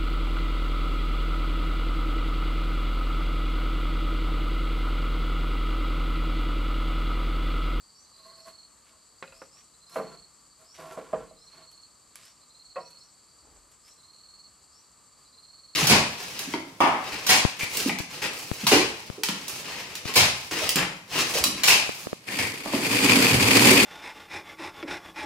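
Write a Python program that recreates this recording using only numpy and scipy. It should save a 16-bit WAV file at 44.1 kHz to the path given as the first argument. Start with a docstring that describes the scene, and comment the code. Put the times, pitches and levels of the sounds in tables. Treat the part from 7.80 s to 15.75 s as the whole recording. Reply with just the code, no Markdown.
"""Timber is shifted on a concrete floor under an open roof: a thin lath is slid off and put down,
a heavy beam is tipped over, dragged and dropped, and the lath is laid back on it.
Blows and stick-slip friction ring the wood's modes; hands brush, grit ticks, sandals scuff
and a pencil clicks. Outside, insects drone in narrow noise bands, one chirps in pulsed trains,
and a far bird repeats a rising note."""
import sys
import numpy as np
from scipy import signal
from scipy.fft import rfft, irfft, next_fast_len
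from scipy.io import wavfile

SR = 44100
rng = np.random.default_rng(int(sys.argv[2]) if len(sys.argv) > 2 else 0)


def waveform_to_disk(signal):
    """Save audio, clipped to [-1, 1], as 16-bit WAV at the path in sys.argv[1]."""
    frames = np.transpose(np.atleast_2d(signal))
    scaled = np.clip(frames, -1, 1) * 32767
    samples = np.round(scaled).astype(np.int16)
    wavfile.write(sys.argv[1], SR, samples)


N = 350595
T = np.arange(N) / SR


def amp(db):
    """Decibels to gain."""
    return 10 ** (np.asarray(db) / 20)


def unit(x):
    """Scales to rms 1."""
    return x / np.sqrt(np.mean(x ** 2) + 1e-20)


def read(points, hz):
    """Interpolates a table on a log-frequency axis."""
    f, value = np.transpose(points)
    return np.interp(np.log(hz + 1), np.log(f), value)


def curve(points):
    """Turns a dB spectrum into gain as a function of Hz."""
    return lambda f: amp(read(points, f))


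def add(mix, start_s, sound):
    """Mixes a sound in at start_s."""
    part = mix[max(round(start_s * SR), 0):][:len(sound)]
    part += sound[:len(part)]


def colour(x, gain):
    """Filters by a gain that is a function of Hz."""
    size = next_fast_len(len(x))
    return irfft(rfft(x, size) * gain(np.fft.rfftfreq(size, 1 / SR)), size)[:len(x)]


def noise(gain, size=N):
    """Coloured noise, rms 1."""
    return unit(colour(rng.standard_normal(size), gain))


def wander(rate_hz, size=N):
    """Smooth random motion up to rate_hz, rms 1."""
    return noise(lambda f: 1 / (1 + (f / rate_hz) ** 4), size)


def slips(per_s, spread_db):
    """Random stick-slip impulses of uneven size."""
    hits = rng.random(N) < per_s / SR
    return hits * rng.standard_normal(N) * amp(spread_db * np.minimum(rng.exponential(1, N), 4))


def swells(rows, rise_s, decay_s, db_column=2):
    """Event envelopes: linear rise, hold to the row's length, exponential decay."""
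    gain = np.zeros(N)
    for row in rows:
        t = T - row[0]
        release = np.exp(-np.maximum(t - row[1], 0) / decay_s)
        gain += amp(row[db_column]) * np.clip(t / rise_s, 0, 1) * release
    return gain


def ring(modes):
    """Impulse response of wood; neighbouring modes swing in opposite senses."""
    t = np.arange(SR) / SR
    return sum((-1) ** k * amp(db - 60 * t / t60) * np.sin(2 * np.pi * hz * t)
               for k, (hz, db, t60) in enumerate(modes))


# stereo width: (frequency [Hz], side gain [dB])
SIDE_GAIN = [(30, -31), (100, -6.5), (300, -3), (1200, -12), (3300, -25.5), (4700, -35), (5800, -0.5),
             (7700, -2.5), (10000, -1), (13000, -5.5)]


def pair(mid, side):
    """Two close microphones: diffuse sound differs between them in the low end and the treble, far less in the
    midrange."""
    side = colour(side, curve(SIDE_GAIN))
    return np.array([mid + side, mid - side])


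def diffuse(gain):
    """Noise arriving from all around."""
    return pair(noise(gain), noise(gain))


# reverberation: (frequency [Hz], t60 [s])
ROOF_DECAY = [(100, 1), (400, 0.35), (1200, 0.097), (3000, 0.65), (10000, 0.2)]


def roof(x, build_s=0.0029):
    """Reflections from floor, posts and roof; each band decays at its own rate."""
    hz, t, bands = signal.stft(rng.standard_normal((2, SR)), SR, nperseg=256)
    envelope = amp(-60 * t / read(ROOF_DECAY, hz)[:, None]) * (1 - np.exp(-t / build_s))
    tails = signal.istft(bands * envelope, SR, nperseg=256)[1]
    tails /= np.linalg.norm(tails[0])
    return pair(*signal.fftconvolve(x[None], tails, axes=1)[:, :N])


# open air: (frequency [Hz], relative density [dB])
AIR_SPECTRUM = [(20, -23), (45, 1.5), (90, 2), (200, -1), (400, -4), (800, -5), (1000, -2), (1190, 3),
                (1450, -7), (2200, -10), (3400, -11.5), (5500, -16), (9200, -6.5), (10000, -19),
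                (13000, -16.5)]


def air():
    """Open air: broad noise, nearly steady."""
    return amp(-63.5 + 0.5 * wander(rate_hz=7.9)) * diffuse(curve(AIR_SPECTRUM))


# cicada band: (frequency [Hz], relative density [dB])
CICADA_SPECTRUM = [(5500, -6.5), (6600, -2), (7300, 6.5), (8100, 6.5), (8700, -5), (9600, -27)]


def cicadas(pan_db=1.5):
    """Cicadas: a high, flickering band, slightly left."""
    band = diffuse(lambda f: amp(read(CICADA_SPECTRUM, f)) * (f > 5000) * (f < 11000))
    return amp(-64 + 1.3 * wander(rate_hz=24)) * band * amp([[pan_db], [-pan_db]])


# far insect's trains: (start [s], length [s], level [dB])
FAR_CALLS = [(-.2, 0.74, -65.5), (1.0, 0.68, -73), (2.4, 0.61, -74.5), (3.95, 0.76, -77),
             (5.15, 0.44, -70.5), (6.5, 0.55, -75), (7.2, 0.48, -72)]


def far_insects(pitch_hz=4620, farthest_hz=4200, stroke_hz=19.4, chorus_db=-70):
    """Throbbing trains swell over a chorus at the same pitch; the farthest insects sing lower."""
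    throb = 1 + 0.22 * np.cos(2 * np.pi * np.cumsum(stroke_hz + wander(rate_hz=3.1)) / SR)
    calling = amp(chorus_db) + swells(FAR_CALLS, rise_s=0.21, decay_s=0.097)
    drone = amp(wander(rate_hz=80)) * diffuse(lambda f: 1 / (1 + ((f - pitch_hz) / 200) ** 2))
    farthest = diffuse(lambda f: 1 / (1 + ((f - farthest_hz) / 320) ** 4))
    return calling * throb * drone + amp(chorus_db - 3 + wander(rate_hz=12.4)) * farthest


# bird notes: (time [s], start pitch [Hz], relative level [dB])
BIRD_NOTES = [(.135, 5140, -60.5), (.545, 4600, -63), (1.524, 4630, -58.5), (1.69, 4770, -58.5),
              (2.04, 4620, -62), (2.845, 4800, -56), (3.56, 4640, -61), (4.395, 4600, -59),
              (4.975, 4840, -60), (5.155, 4660, -60.5), (6.015, 4660, -57.5), (6.9, 4730, -60.5)]


def bird(note_s=0.135, rise_hz=1327, blur_hz=200, core=0.27):
    """Thin upward slurs: a clear core, blurred and echoed on its way through the trees."""
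    paths = np.zeros((2, N))
    size = int(note_s * SR)
    slur_hz = rise_hz * np.linspace(0, 1, size) ** 0.9
    envelope = signal.windows.tukey(size, 0.55)
    for start_s, start_hz, db in BIRD_NOTES:
        phase = 2 * np.pi * np.cumsum(start_hz + slur_hz) / SR
        for path, angle in zip(paths, (phase, phase + np.pi / 2)):
            note = np.sin(angle) * (core + wander(blur_hz, size))
            note += np.cos(angle) * wander(blur_hz, size)
            add(path, start_s, amp(db - 4) * unit(note) * envelope)
    return pair(*paths) + amp(-5) * roof(paths[0])


# near insect's trains: (first pulse [s], last pulse [s], relative level [dB])
CHIRP_TRAINS = [(0.328, 0.825, -60.5), (2.011, 2.417, -60.5), (3.56, 4.023, -61), (4.689, 5.203, -60),
                (6.175, 6.635, -60.5), (7.523, 7.981, -60)]


def near_insect(pitch_hz=4370, flat_hz=230, warm_s=0.15, pulse_s=0.041, spacing_s=0.051, rasp_hz=260):
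    """Pulse trains start soft and flat, then rise to pitch; uneven strokes add a rasp."""
    gate, hz = np.zeros(N), np.full(N, float(pitch_hz))
    pulse = signal.windows.tukey(int(pulse_s * SR), 0.35)
    age_s = np.maximum(np.arange(SR) / SR - 0.1, 0)
    for first_s, last_s, db in CHIRP_TRAINS:
        add(gate, first_s - 0.08, amp(db - 11) * pulse)  # faint lead-in stroke
        for start_s in np.linspace(first_s, last_s, round((last_s - first_s) / spacing_s) + 1):
            add(gate, start_s, amp(db - 6.6 * np.exp(-(start_s - first_s) / 0.066)) * pulse)
        add(hz, first_s - 0.1, -flat_hz * np.exp(-(age_s / warm_s) ** 2))
    phase = 2 * np.pi * np.cumsum(hz + 45 * wander(rate_hz=129)) / SR
    tone = np.sin(phase) * (1 + 0.07 * wander(rate_hz=340))
    rasp_phase = phase - 2 * np.pi * 90 * T  # 90 Hz under the tone
    rasp, scattered = (np.sin(rasp_phase) * wander(rasp_hz) + np.cos(rasp_phase) * wander(rasp_hz)
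                       for _ in range(2))
    direct = unit(tone + 0.45 * rasp)
    side = 0.5 * np.cos(phase) + 0.079 * scattered  # left and right are out of step
    return gate * np.array([1.33 * direct + side, 2.48 * direct - side])


# rough wood faces, crushed grit: (frequency [Hz], relative level [dB])
ROUGH_SPECTRUM = [(40, -24), (90, -28), (155, 3), (260, -7.5), (350, -1), (550, -3.5), (1300, -2),
                  (2000, -6.5), (3000, -11), (5000, -15.5), (13000, -26)]
GRIT_SPECTRUM = [(300, -24), (1200, -2.5), (2500, -0.5), (4000, -0.5), (7000, 0), (11000, 0), (14000, -3.5)]


def slide(strokes, modes, rasp_gain, rise_s, decay_s):
    """Juddering slips ring the wood, rasp its faces and crush fine grit."""
    judder = amp(-wander(rate_hz=35))
    drive = slips(per_s=3200, spread_db=0.7) * judder
    body = unit(signal.oaconvolve(drive, ring(modes))[:N])
    rasp = unit(colour(drive, curve(ROUGH_SPECTRUM)))
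    grains = slips(per_s=3500, spread_db=1.8) * judder
    grit = unit(colour(grains, curve(GRIT_SPECTRUM)))
    wood = swells(strokes, rise_s, decay_s) * unit(body + rasp_gain * rasp)
    return wood + swells(strokes, rise_s, decay_s, db_column=3) * grit


# rubbed lath: (frequency [Hz], relative level [dB], t60 [s])
LATH_RUB_MODES = [(657.4, 7.5, 0.42), (1034, 12, 0.041), (1113, 14, 0.061), (1372, 0, 0.1),
                  (2040, 1, 0.073)]
# strokes: (start [s], length [s], wood level [dB], grit level [dB])
LATH_STROKES = [(.35, .1, -64, -69), (.445, 0.079, -56, -70), (.555, 0.064, -64, -65),
                (.65, 0.028, -52, -58), (1.09, 0.04, -64, -79), (1.43, 0.22, -70, -68),
                (4.36, 0.13, -77, -69), (5.06, 0.099, -76, -69), (6.04, 0.059, -88, -65.5)]


def lath_rubs():
    """The lath is drawn over wood or floor and rings with the friction."""
    return slide(LATH_STROKES, LATH_RUB_MODES, rasp_gain=0.41, rise_s=0.021, decay_s=0.039)


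def knocks(blows, modes, thud_modes, rattle_t60_s, highpass_hz):
    """Each blow rings, thuds (wood damped on its support) and rattles; soft contacts lose treble."""
    out, t = np.zeros(N), np.arange(SR) / SR
    body, thud = ring(modes), ring(thud_modes)
    for start_s, ring_db, thud_db, lowpass_hz, rattle_db in blows:
        rattle = noise(curve(ROUGH_SPECTRUM), SR) * amp(-60 * t / rattle_t60_s)
        blow = amp(ring_db) * body + amp(thud_db) * thud + amp(rattle_db) * rattle
        add(out, start_s, signal.lfilter(*signal.butter(2, lowpass_hz, fs=SR), blow))
    # high-pass keeps the knocks free of low thump
    return signal.lfilter(*signal.butter(2, highpass_hz, "high", fs=SR), out)


# lath across the beams, ring and thud: (frequency [Hz], relative level [dB], t60 [s])
STACK_MODES = [(159.5, -24.5, 0.52), (458, -47, .15), (530, -5, 0.13), (552, 5.5, 0.07), (674, -12.5, 0.21),
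               (730, -7.5, 0.15), (746, -17, 0.19), (971, -12.5, 0.33), (1087, -2, 0.1), (1209, -7.5, 0.2),
               (1382, -11.5, 0.69), (1450, -18.5, 0.069), (1916, -11, 0.092), (2046, -19, 0.079),
               (2570, -4, 0.1)]
STACK_THUD_MODES = [(529, 0.47, 0.11), (1370, -1.8, 0.0064)]
# blows: (time [s], ring gain [dB], thud gain [dB], low-pass [Hz], rattle gain [dB])
STACK_BLOWS = [(.679, -61, -85, 4020, -51), (4.9585, -44, -39, 2800, -43), (4.9638, -30.5, -31, 1530, -53),
               (4.9815, -35, -36, 1440, -42.5), (5.009, -69, -40.5, 2800, -57)]


def lath_on_beams():
    """The lath strikes the beams and rings lying across them."""
    return knocks(STACK_BLOWS, STACK_MODES, STACK_THUD_MODES, rattle_t60_s=0.13, highpass_hz=256)


# pencil and grit contacts: (time [s], relative level [dB], t60 [s])
TICK_BURSTS = [(0.682, -54, 0.051), (2.095, -54, 0.11), (2.144, -50, 0.16), (2.166, -50, 0.22),
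               (2.845, -62, 0.067), (3.122, -53, 0.16), (3.914, -55.5, 0.093), (4.3568, -34, 0.0059),
               (4.358, -51, 0.11), (4.452, -50.5, 0.057), (5.106, -53.5, 0.047), (5.916, -59, .05),
               (6.08, -58, 0.044)]


def ticks():
    """Tiny hard contacts: bright, fast-decaying noise bursts."""
    out, t = np.zeros(N), np.arange(SR // 4) / SR
    for start_s, db, t60 in TICK_BURSTS:
        add(out, start_s, noise(curve(GRIT_SPECTRUM), len(t)) * amp(db + 0.5 - 60 * t / t60))
    return out


# strokes: (start [s], length [s], level [dB])
BRUSH_STROKES = [(1.022, 0.12, -64), (1.743, 0.1, -61.5), (2.93, 0.078, -53.5), (3.65, 0.25, -64),
                 (4.32, 0.11, -60.5), (4.378, 0.16, -59), (5.896, 0.076, -67.5), (6.058, 0.047, -63)]
# brushing: (frequency [Hz], relative level [dB])
BRUSH_SPECTRUM = [(300, -5), (900, -5), (2200, 2), (3800, -0.5), (6000, -3), (13000, -14)]


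def brushes():
    """Hands and lath brush dry wood and floor: light strokes of fine slips."""
    envelope = np.zeros(N)
    for start_s, length_s, db in BRUSH_STROKES:
        add(envelope, start_s, amp(db) * signal.windows.tukey(int(length_s * SR), 0.8))
    return envelope * unit(colour(slips(per_s=2500, spread_db=1), curve(BRUSH_SPECTRUM)))


# lath on concrete, ring and thud: (frequency [Hz], relative level [dB], t60 [s])
LATH_MODES = [(534.8, 1.5, 0.19), (1050, -10, 0.038), (1410, -1.5, 0.12), (1790, -33, .09), (1970, -17, .1),
              (2480, -5, 0.14), (2670, 5, 0.025), (3000, -14, .07), (4030, 3.5, 0.028)]
LATH_THUD_MODES = [(1040, 0.52, 0.017), (2010, 0.18, 0.0091)]
# blows: (time [s], ring gain [dB], thud gain [dB], low-pass [Hz], rattle gain [dB])
LATH_BLOWS = [(1.4255, -44, -29.5, 3980, -37.5), (1.477, -52, -66, 9000, -61),
              (1.523, -52.5, -59, 3500, -55), (1.6175, -45.5, -35.5, 1550, -42.5),
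              (1.637, -80, -57, 6000, -57)]


def lath_on_floor():
    """The lath strikes the concrete and rings briefly."""
    return knocks(LATH_BLOWS, LATH_MODES, LATH_THUD_MODES, rattle_t60_s=0.11, highpass_hz=138)


# foot shifts: (start [s], length [s], rumble level [dB], scuff level [dB])
FOOT_SHIFTS = [(1.47, .1, -67, -81), (2.15, .25, -75, -84), (3.0, 0.59, -73, -77), (3.3, 0.077, -62, -61),
               (5.6, 0.17, -63, -64.5)]
# soles: (frequency [Hz], relative level [dB])
SCUFF_SPECTRUM = [(60, -27), (140, -12), (280, 7.5), (500, 2), (1000, 0), (3000, -17), (13000, -35)]


def sandals(rise_s=0.04, decay_s=0.082, rumble_hz=50):
    """Shifting weight rumbles in the floor while the soles scuff."""
    floor = diffuse(lambda f: 1 / (1 + 3 * np.log2((f + 1) / rumble_hz) ** 4))
    soles = unit(colour(slips(per_s=900, spread_db=0), curve(SCUFF_SPECTRUM)))
    rumble = swells(FOOT_SHIFTS, rise_s, decay_s) * floor
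    return rumble + swells(FOOT_SHIFTS, rise_s, decay_s, db_column=3) * soles


# dragged beam: (frequency [Hz], relative level [dB], t60 [s])
BEAM_DRAG_MODES = [(165.4, -12, 0.26), (270, -13.5, 0.32), (399, -3, 0.11), (455, -8.5, 0.13),
                   (518, 0, 0.074), (640, 0.5, 0.27), (707, -1.5, 0.13), (801, -0.5, 0.055),
                   (1005, -4.5, 0.28), (1074, -3.5, 0.29), (1163, 0, 0.12), (1348, -0.5, 0.14),
                   (1488, -17, 0.11)]
# pushes: (start [s], length [s], wood level [dB], grit level [dB])
BEAM_PUSHES = [(2.1, 0.06, -56, -57.5), (2.2, 0.15, -53, -74), (2.78, 0.061, -62.5, -66),
               (2.975, 0.17, -46.5, -61.5), (3.16, 0.28, -52.5, -80), (3.72, 0.095, -56, -77)]


def beam_drags():
    """The beam groans as it is pushed over its support."""
    return slide(BEAM_PUSHES, BEAM_DRAG_MODES, rasp_gain=0.6, rise_s=0.022, decay_s=0.037)


# beam, free ring and thud: (frequency [Hz], relative level [dB], t60 [s])
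BEAM_MODES = [(150, -23, 0.35), (181.4, -20, 0.32), (210, -22, 0.28), (241, -26, 0.22),
              (287.5, -18.5, 0.55), (384, -25, .25), (441, -5.5, .32), (464, -6, .24), (510, -3, .21),
              (541, -2, .19), (636, -1.5, .21), (665, -8, .13), (760, -9.5, 0.25), (808, -7.5, 0.19),
              (976, -11, 0.21), (1076, -12, 0.15), (1150, -10, .12), (1190, -8, 0.2), (1333, -8.5, 0.15),
              (1444, -19, 0.12), (1522, -14, .17), (1640, -25, 0.11), (1990, -16, .17), (2220, -20, 0.14)]
BEAM_THUD_MODES = [(644, -3.5, 0.06), (1140, -11, 0.029)]
# blows: (time [s], ring gain [dB], thud gain [dB], low-pass [Hz], rattle gain [dB])
BEAM_BLOWS = [(2.1572, -29, -31, 2480, -37), (2.1632, -42, -33, 1490, -39), (2.1815, -43, -32, 1350, -32),
              (2.1975, -36, -24.5, 1130, -36.5), (2.2445, -51, -37, 600, -38.5),
              (2.307, -74, -66, 1500, -52), (2.987, -67, -58, 1500, -48.5), (3.1705, -49, -36, 1500, -44),
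              (3.1745, -39.5, -24.5, 890, -39), (3.3295, -54, -27.5, 1600, -40),
              (3.3342, -30, -15, 1050, -39), (3.3425, -41.5, -32, 1100, -32.5), (3.405, -53, -56, 700, -42),
              (3.5105, -56, -40.5, 970, -67), (4.964, -43.5, -55, 1570, -68)]


def beam_knocks():
    """The heavy beam tips and drops; clustered blows ring its modes."""
    return knocks(BEAM_BLOWS, BEAM_MODES, BEAM_THUD_MODES, rattle_t60_s=0.17, highpass_hz=140)


# pencil click: (frequency [Hz], relative level [dB], t60 [s])
PENCIL_MODES = [(1176, -8.5, 0.056), (2270, 0, .018), (6500, -2, .006), (10100, 11, 0.0047)]


def pencil(start_s=4.3565, gain_db=-44):
    """The pencil hits the lath: one dry click with a very short ring."""
    out = np.zeros(N)
    add(out, start_s, amp(gain_db) * ring(PENCIL_MODES))
    return out


# side reflection: (frequency [Hz], gain [dB])
ECHO_GAIN = [(150, -35), (600, -11), (1100, -40), (2500, -12), (6000, -8), (12000, -6)]


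def side_echo(x, delay_s=0.00392):
    """One early, filtered reflection from the side."""
    return colour(np.roll(x, round(delay_s * SR)), curve(ECHO_GAIN))


def scene():
    """Wood close by under the roof; insects and bird beyond it."""
    wood = lath_rubs() + lath_on_beams() + ticks() + brushes() + lath_on_floor()
    wood += beam_drags() + beam_knocks() + pencil()
    direct = pair(wood, side_echo(wood)) * amp([[-0.7], [0.7]])  # slightly right
    near = direct + amp(-12.5) * roof(wood) + sandals()
    chirps = near_insect()
    outside = air() + cicadas() + far_insects() + bird() + chirps
    return near + outside + amp(-11.5) * roof(chirps.mean(0))


def record(dry, cutoff_hz=13100):
    """Steep low-pass band limit."""
    lowpass = signal.firwin(511, cutoff_hz, window=("kaiser", 8), fs=SR)
    return signal.oaconvolve(dry, lowpass[None], "same")


dry = scene()
out = record(dry)
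waveform_to_disk(out)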